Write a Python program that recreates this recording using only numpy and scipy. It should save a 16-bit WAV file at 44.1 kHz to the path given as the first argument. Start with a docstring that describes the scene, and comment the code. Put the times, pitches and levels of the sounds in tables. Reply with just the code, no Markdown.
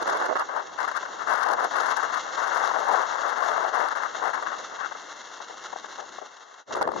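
"""A wooden carousel on skis, driven by cloth sails, turns on a frozen shore in gusty wind.
From the start, gusts buffet the two microphone ports, the left one most, with rumble, crackle and
sharp snaps, while the skis scrape over grainy ice and now and then crunch through its crust.
Around 5 s the wind eases. At 6.65 s the sound drops out briefly, and the wind returns deeper."""
import sys
import numpy as np
from scipy import signal
from scipy.fft import rfft, irfft
from scipy.io import wavfile
from scipy.ndimage import uniform_filter1d

SR = 44100
rng = np.random.default_rng(int(sys.argv[2]) if len(sys.argv) > 2 else 0)


def transcribe(u):
    """Save the signal u as a 16-bit wav file named by the first command-line argument.

    u: samples, shape (n,) or (channels, n), limited to [-1, 1]; the rate is SR.
    q: integer samples, one column per channel.
    """
    v = np.clip(np.atleast_2d(u).T, -1, 1)
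    q = np.round(v * 32767).astype(np.int16)
    wavfile.write(sys.argv[1], SR, q)


N = 308700
TIME = np.arange(N) / SR
FREQ = np.maximum(np.arange(N // 2 + 1) * SR / N, 1)

# Levels are relative within each layer; "depth" is the weight of the lows over the mids.
# bed of breeze between the gusts: time_s, left_db, right_db
BREEZE = [(0, -39, -33.5), (.7, -44.5, -42.5), (1.6, -33.5, -41), (2.3, -40, -43), (3.301, -29, -43.5),
          (4.1, -36.5, -42), (4.6, -46.5, -45), (5.2, -47.5, -56), (5.7, -48, -52), (6.3, -52, -58),
          (6.6, -50, -56), (6.7, -49, -46), (7, -48, -43)]
# gusts, the right port sheltered: start_s, length_s, left_db, right_db, left_depth_db, right_depth_db
GUSTS = [(0.01, 0.02, -27.5, -30.5, -7, 2), (0.071, .1, -24.5, -27, -13, 1),
         (0.203, 0.064, -25.5, -26.5, -9, -1), (0.273, 0.069, -35, -24.5, -10, 6),
         (0.36, .055, -24, -25.5, -8, -15), (0.488, 0.067, -30.5, -39.5, -2, -6),
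         (0.568, .03, -24, -36, -3.5, -6), (0.788, 0.062, -23.5, -36, -10, -4),
         (0.876, .035, -26, -29.5, -14, -3), (0.949, 0.027, -21.5, -38, -21, -2),
         (1.017, 0.032, -36, -38, -7, -2), (1.205, 0.022, -27, -44, -11, 0),
         (1.282, 0.057, -20, -32, -5.5, 1), (1.346, 0.098, -22.5, -50, -11.5, 0),
         (1.467, 0.073, -20, -35, -0.5, 2), (1.584, 0.071, -23, -30.5, -3.5, 2),
         (1.742, 0.19, -22.5, -36, -8.5, 1), (1.954, 0.097, -24, -39, -8, -1),
         (2.08, 0.032, -29.5, -41, -13, -1), (2.136, 0.039, -21.5, -40, -12, -2),
         (2.253, 0.12, -33.5, -39.5, -10, -2), (2.382, .16, -23, -42, -6.5, -3),
         (2.55, .17, -22.5, -36, -4, -5), (2.744, .13, -24, -40, -1, -5), (2.888, 0.11, -19.5, -35, 2, -7),
         (3.001, 0.048, -24, -36, -6, -8), (3.094, 0.18, -29.5, -39, -4.5, -5),
         (3.24, 0.088, -25.5, -43, -4.5, -6), (3.372, .12, -24.5, -40.5, -3.5, -6),
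         (3.502, 0.18, -23.5, -36.5, -1.5, -3), (3.742, 0.1, -20.5, -35.5, -3, -2),
         (3.856, 0.08, -25.5, -37, -8.5, -2), (3.966, 0.095, -27, -56, -9, -3),
         (4.14, 0.083, -36, -43, -1, -3), (4.228, 0.071, -23, -46, -2.5, -3),
         (4.329, 0.065, -28, -41, -7, -3), (4.418, .015, -29, -34, 0, -2), (4.466, .021, -26, -43, -13, -2),
         (4.517, 0.02, -26, -41, -8, -2), (4.57, 0.044, -41, -47, -4, -2), (4.716, .05, -37, -44, -8, -2),
         (4.796, 0.062, -26.5, -56, -14.5, -1), (6.01, .03, -39, -51, 8, 3),
         (6.223, .025, -41.5, -59, 14, 3), (6.714, .075, -34, -34.5, -4, 7),
         (6.797, .025, -28, -28, -2, -6), (6.852, 0.067, -31, -35, 4, -6), (6.955, .03, -36, -39, 13, 15.5)]
# tone of the rushing air: frequency_hz, gain_db
RUSH_EQ = [(25, -50), (60, -32), (130, -31.5), (250, -21.5), (450, -8.5), (750, 0.5), (1120, 3), (1600, 0),
           (2080, -13), (3200, -24), (6500, -40), (8000, -106), (13000, -76)]
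# single slaps of air on the ports: start_s, length_s, left_db, right_db, depth_db
BUFFETS = [(0.285, 0.018, -32, -21, 3), (0.355, 0.008, -25, -20, 0), (0.394, 0.008, -22, -26, -8),
           (0.489, 0.011, -27, -34, -8), (0.786, 0.024, -22, -41, -9), (0.876, 0.016, -22, -34, -13),
           (0.914, 0.007, -24, -39, -9), (0.949, 0.018, -23, -40, -14), (1.028, 0.01, -27, -38, -10),
           (1.052, 0.012, -28, -38, -8), (1.71, 0.012, -25, -41, -9), (1.966, 0.011, -20, -36, -14),
           (2.027, 0.016, -19, -33, -3), (3.911, 0.009, -22, -36, -17), (3.952, 0.012, -24, -45, -11),
           (4.148, 0.006, -23, -39, -6), (4.333, 0.024, -22, -37, -10), (4.424, 0.012, -25, -32, -6),
           (4.912, 0.016, -29, -40, -4), (4.95, 0.012, -33, -40, -4), (5.402, 0.009, -31, -47, 1),
           (5.498, 0.014, -34, -43, 3), (5.729, 0.01, -27, -44, 6), (5.759, 0.005, -25, -39, 5),
           (5.843, 0.006, -29, -44, 2), (5.985, 0.018, -30, -45, 5), (6.184, 0.004, -27, -47, 8),
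           (6.216, 0.012, -32, -51, 9), (6.708, 0.01, -32, -31, 2), (6.75, 0.009, -25, -27, 2),
           (6.766, 0.012, -26, -26, 1), (6.812, 0.017, -19, -21, 1), (6.874, 0.005, -18, -21, 7),
           (6.888, 0.004, -18, -26, 11), (6.917, 0.005, -23, -41, 0), (6.936, 0.004, -25, -32, 12),
           (6.961, 0.005, -22, -37, 6)]
# how readily the gusts crackle: time_s, gain_db
CRACKLINESS = [(0, 7), (.7, 1.5), (1.3, 2), (1.8, 3.5), (2.25, -2), (2.65, 4), (3.1, 0.5), (3.6, 0.5),
               (3.9, -1), (4.45, -2), (4.8, -16), (6.3, -14), (6.7, 10), (6.8, 11)]
# bright tone of the crackle: frequency_hz, gain_db
CRACKLE_EQ = [(300, -25), (1500, -91), (3500, 16), (6500, 14.5), (8500, 3), (10500, 7.5), (12000, 1.5),
              (13400, -36)]
# wind pressing on the whole microphone housing: time_s, level_db
PRESSURE = [(0, -47), (.6, -55.5), (1.6, -52), (2.2, -54.5), (2.9, -58), (3.8, -58.5), (4.5, -53),
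            (5.2, -60), (6.2, -56.5), (6.4, -75), (6.62, -80), (6.69, -44), (6.8, -39), (6.99, -38)]
# dark tone of that pressure: frequency_hz, gain_db
RUMBLE_EQ = [(25, -14), (50, -9.5), (100, -3.5), (200, 2.5), (320, 10.5), (600, 12.5), (2000, -42),
             (6000, -80)]
# how hard the skis drag: time_s, level_db
DRAG = [(0, -48.5), (.2, -49), (.55, -55.5), (.7, -53.5), (1.15, -50), (1.55, -55), (1.72, -47), (2.3, -47),
        (3.7, -49.5), (4.6, -50), (4.85, -50.5), (5.9, -51.5), (6.15, -54.5), (6.55, -59.5), (6.76, -52),
        (6.88, -69.5), (6.98, -46)]
# a ski bites into rougher ice, lifting the drag: peak_s, boost_db
BITES = [(1.0, 2), (1.9, 0.5), (2.2, 3.5), (2.38, 3), (2.52, 2), (2.65, 4.5), (2.97, 4), (3.1, 4.5),
         (3.22, 3), (3.48, 6), (3.71, -0.5), (4.18, 4.5), (4.62, 4), (5.94, 3.5), (6.16, 3.5)]
# a ski breaks through crust: start_s, length_s, level_db
CRUNCHES = [(0.466, 0.0093, -52), (0.828, 0.0033, -43), (1.01, 0.0097, -48), (1.919, 0.0044, -40),
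            (2.349, 0.01, -42), (3.092, 0.0098, -46), (3.208, 0.016, -46), (3.641, .008, -45),
            (4.165, .012, -48), (4.583, 0.0086, -43.5), (5.123, 0.0068, -46), (5.315, 0.0027, -52),
            (5.639, 0.032, -45.5), (6.001, 0.0088, -47.5), (6.09, 0.0039, -48.5), (6.724, 0.017, -39.5),
            (6.77, 0.01, -54)]
# tone of skis on ice: frequency_hz, gain_db
ICE_EQ = [(30, -47), (150, -27), (350, -11), (650, 1), (1300, 8.5), (2100, 0), (3000, -4.5), (3900, -5),
          (4900, -12.5), (6000, -3.5), (7100, -5), (7900, -38.5), (10300, -32), (13000, -71)]
# the skis lie nearer the left port: frequency_hz, left_over_right_db
ICE_BALANCE = [(300, 11), (1200, 0), (2200, 1.5), (3900, 7.5), (7000, 2.5), (12000, 6.5)]
# sharp snaps on the ports: time_s, left_db, right_db
SNAPS = [(.029, -16.5, -45), (.174, -20, -52), (.397, -16.5, -42), (2.148, -18, -45), (3.887, -17, -46),
         (4.301, -26, -42), (4.427, -25, -40), (6.757, -27, -30), (6.77, -23, -28), (6.828, -12.5, -31),
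         (6.877, -37, -44), (6.918, -30, -44), (6.963, -30, -40)]
# tone of a snap: frequency_hz, gain_db
SNAP_EQ = [(300, -20), (1500, -6), (4500, 13.5), (7000, -6), (9000, 4.5), (12500, -11)]
# narrow notches in the tone of the whole mix: centre_hz, width_hz, cut_db
TONE_NOTCHES = [(2430, 150, 38), (3015, 85, 11), (4950, 80, 5), (8070, 260, 14)]

BREEZE_DEPTH_DB = [-5.5, -1]  # left, right
GUST_ATTACK_S, GUST_RELEASE_S = .018, .016
WAVER_HZ, WAVER_DB = 21.7, 0.5
BITE_WIDTH_S = 0.029
DROPOUT_S, DROPOUT_WIDTH_S, DROPOUT_DB = 6.652, 0.025, -24
LOW_CUT_HZ, HIGH_CUT_HZ = 45, 13100


def amp(db):
    """Decibels to gain."""
    return 10 ** (np.asarray(db) / 20)


def unit(x):
    """Scale to rms 1."""
    return x / np.sqrt(np.mean(x ** 2) + 1e-18)


def curve(rows):
    """Automation line through (time_s, value) points."""
    return np.interp(TIME, *np.transpose(rows))


def colour(x, points):
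    """EQ a signal through (frequency_hz, gain_db) points."""
    hz, db = np.transpose(points)
    return irfft(rfft(x) * amp(np.interp(np.log(FREQ), np.log(hz), db)), N)


def walk(hz):
    """Smooth random drift of rms 1, moving at up to about hz."""
    return unit(irfft(rfft(rng.standard_normal(N)) * np.exp(-(FREQ / hz) ** 2), N))


def flicker(hz, spread_db):
    """A wandering gain whose short-term power stays near 1."""
    gain = amp(spread_db * walk(hz))
    return gain / np.sqrt(uniform_filter1d(gain ** 2, size=4000))


def grains(per_s, spread_db):
    """Clicks at random times, a few louder than the rest."""
    hit = rng.random(N) < per_s / SR
    size = amp(spread_db * np.minimum(rng.exponential(size=N), 4))
    return unit(hit * size * rng.choice([-1, 1], N))


def burst(time, start, length, edge_s=0.00072):
    """Short gate with ramped edges."""
    corners = [start - edge_s, start + edge_s, start + length, start + length + 3 * edge_s]
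    return np.interp(time, corners, [0, 1, 1, 0])


def bump(middle, width):
    """Bell-shaped envelope around a moment."""
    return np.exp(-np.minimum(((TIME - middle) / width) ** 2, 20))


def gust(start, length):
    """Envelope of one gust: it rises, holds and dies away."""
    rise = np.clip((TIME - start) / GUST_ATTACK_S + 1, 0, 1)
    return rise * np.exp(-np.clip((TIME - start - length) / GUST_RELEASE_S, 0, 20))


def airflow(side):
    """Level and depth at one port in dB: gusts pile onto the breeze; the strongest leads the depth."""
    times, *breeze_db = np.transpose(BREEZE)
    total_power = amp(np.interp(TIME, times, breeze_db[side])) ** 2
    weighted_depth = total_power * BREEZE_DEPTH_DB[side]
    for start, length, left_db, right_db, left_depth_db, right_depth_db in GUSTS:
        power = (gust(start, length) * amp((left_db, right_db)[side])) ** 2
        total_power += power
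        weighted_depth += power * (left_depth_db, right_depth_db)[side]
    level_db = 10 * np.log10(total_power) + WAVER_DB * walk(WAVER_HZ)
    return level_db, weighted_depth / total_power


def crackle(small_eddies, pops, level_db):
    """Clusters of bright clicks that break out when the small, fast eddies are strong."""
    force = small_eddies ** 3 / (small_eddies ** 2 + amp(-24) ** 2)
    clicks = np.tanh((pops + grains(400, 4)) * flicker(60, 4.5) / 30)
    return amp(level_db + curve(CRACKLINESS)) * force * unit(colour(clicks, CRACKLE_EQ))


def port_wind(level_db, depth_db, buffets_db, split_hz, pop_db, crackle_db):
    """Wind on one port: eddies churn, pop and slap in the opening and make it crackle."""
    pops = grains(700, 5)
    air = rfft(colour(rng.standard_normal(N) + amp(pop_db) * pops, RUSH_EQ))
    low_share = 1 / (1 + (FREQ / split_hz) ** 6)
    lows, mids = unit(irfft(air * low_share, N)), unit(irfft(air * (1 - low_share), N))
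    duck, slap_lows, slap_mids = np.ones(N), np.zeros(N), np.zeros(N)
    for (start, length, _, _, slap_depth_db), db in zip(BUFFETS, buffets_db):
        near = slice(int((start - .03) * SR), int((start + length + .01) * SR))
        gate = burst(TIME[near], start, length)
        # the air slackens just before it slaps the port
        duck[near] *= (1 - gate) * (1 - .55 * burst(TIME[near], start - .018, .017))
        slap_air = amp(slap_depth_db) * lows[near] + mids[near]
        slap = gate * amp(db) / np.sqrt(np.average(slap_air ** 2, weights=gate ** 2))
        slap_mids[near] += slap
        slap_lows[near] += slap * amp(slap_depth_db)
    # big eddies move the weight to the lows at the same total power
    depth = amp(depth_db)
    flow = duck * amp(level_db) * flicker(hz=85, spread_db=1) / np.sqrt(1 + depth ** 2)
    small_eddies, big_eddies = flow + slap_mids, flow * depth + slap_lows
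    return big_eddies * lows + small_eddies * mids + crackle(small_eddies, pops, crackle_db)


def wind():
    """Each port catches its own eddies; the hardest slaps are soft-clipped."""
    _, _, left_db, right_db, _ = np.transpose(BUFFETS)
    left_flow, right_flow = airflow(0), airflow(1)
    left = port_wind(*left_flow, left_db, split_hz=910, pop_db=-6, crackle_db=-19)
    right = port_wind(*right_flow, right_db, split_hz=677, pop_db=0, crackle_db=-33)
    ceiling = .7
    rounded = ceiling * np.tanh(np.array([left, right]) / ceiling)
    # slow pressure leaks past the narrow openings, thinning the bass
    leak = 1 / np.sqrt(1 + (210 / FREQ) ** 4)
    return irfft(rfft(rounded) * leak, N)


def rumble():
    """Low pressure swings of the wind on the housing, partly shared by both ports."""
    shared = rng.standard_normal(N)
    left, right = [unit(colour(shared + 2 * rng.standard_normal(N), RUMBLE_EQ)) for _ in range(2)]
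    return amp(curve(PRESSURE)) * flicker(22, 1.4) * np.array([amp(5) * left, right])


def skis():
    """Runners catch and slip on ice grains, bite into rough patches and crunch through crust."""
    bites_db = sum(db * bump(peak, BITE_WIDTH_S) for peak, db in BITES)
    drag = amp(curve(DRAG) + bites_db)
    grit = grains(5000, 3.25) * flicker(38, 2.8)
    slide = rng.standard_normal(N) * flicker(2.2, 1.9)
    scrape = drag * unit(grit + amp(-6) * slide)
    crust = sum(amp(db) * burst(TIME, start, length) for start, length, db in CRUNCHES)
    scrape += crust * grains(9000, 1)
    # grit in opposite polarity gives the width of skis spread round the ring
    width = amp(-12) * drag * grains(6000, 6.1)
    left, right = colour(scrape + width, ICE_EQ), colour(scrape - width, ICE_EQ)
    return amp(12) * np.array([colour(left, ICE_BALANCE), right])


def snaps():
    """Lone sharp ticks on the ports, brightest in the low treble."""
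    ticks = np.zeros((2, N))
    for start, left_db, right_db in SNAPS:
        ticks[:, int(start * SR)] = amp([left_db, right_db])
    return np.array([colour(side, SNAP_EQ) for side in ticks])


def scene():
    """Wind on the ports over the scraping carousel; the whole mix drops out once."""
    dropout = amp(DROPOUT_DB * bump(DROPOUT_S, DROPOUT_WIDTH_S))
    return (wind() + rumble() + snaps() + skis()) * dropout


def record(dry):
    """EQ on the whole mix: shed the deepest rumble, carve a few narrow notches and cut the top."""
    notches_db = sum(db * np.exp(-((FREQ - hz) / width) ** 2) for hz, width, db in TONE_NOTCHES)
    low_cut = 1 / np.sqrt(1 + (LOW_CUT_HZ / FREQ) ** 4)
    heard = irfft(rfft(dry) * amp(-notches_db) * low_cut, N)
    high_cut = signal.ellip(8, .2, 70, HIGH_CUT_HZ, fs=SR, output="sos")
    return signal.sosfilt(high_cut, heard)


dry = scene()
out = record(dry)
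transcribe(out)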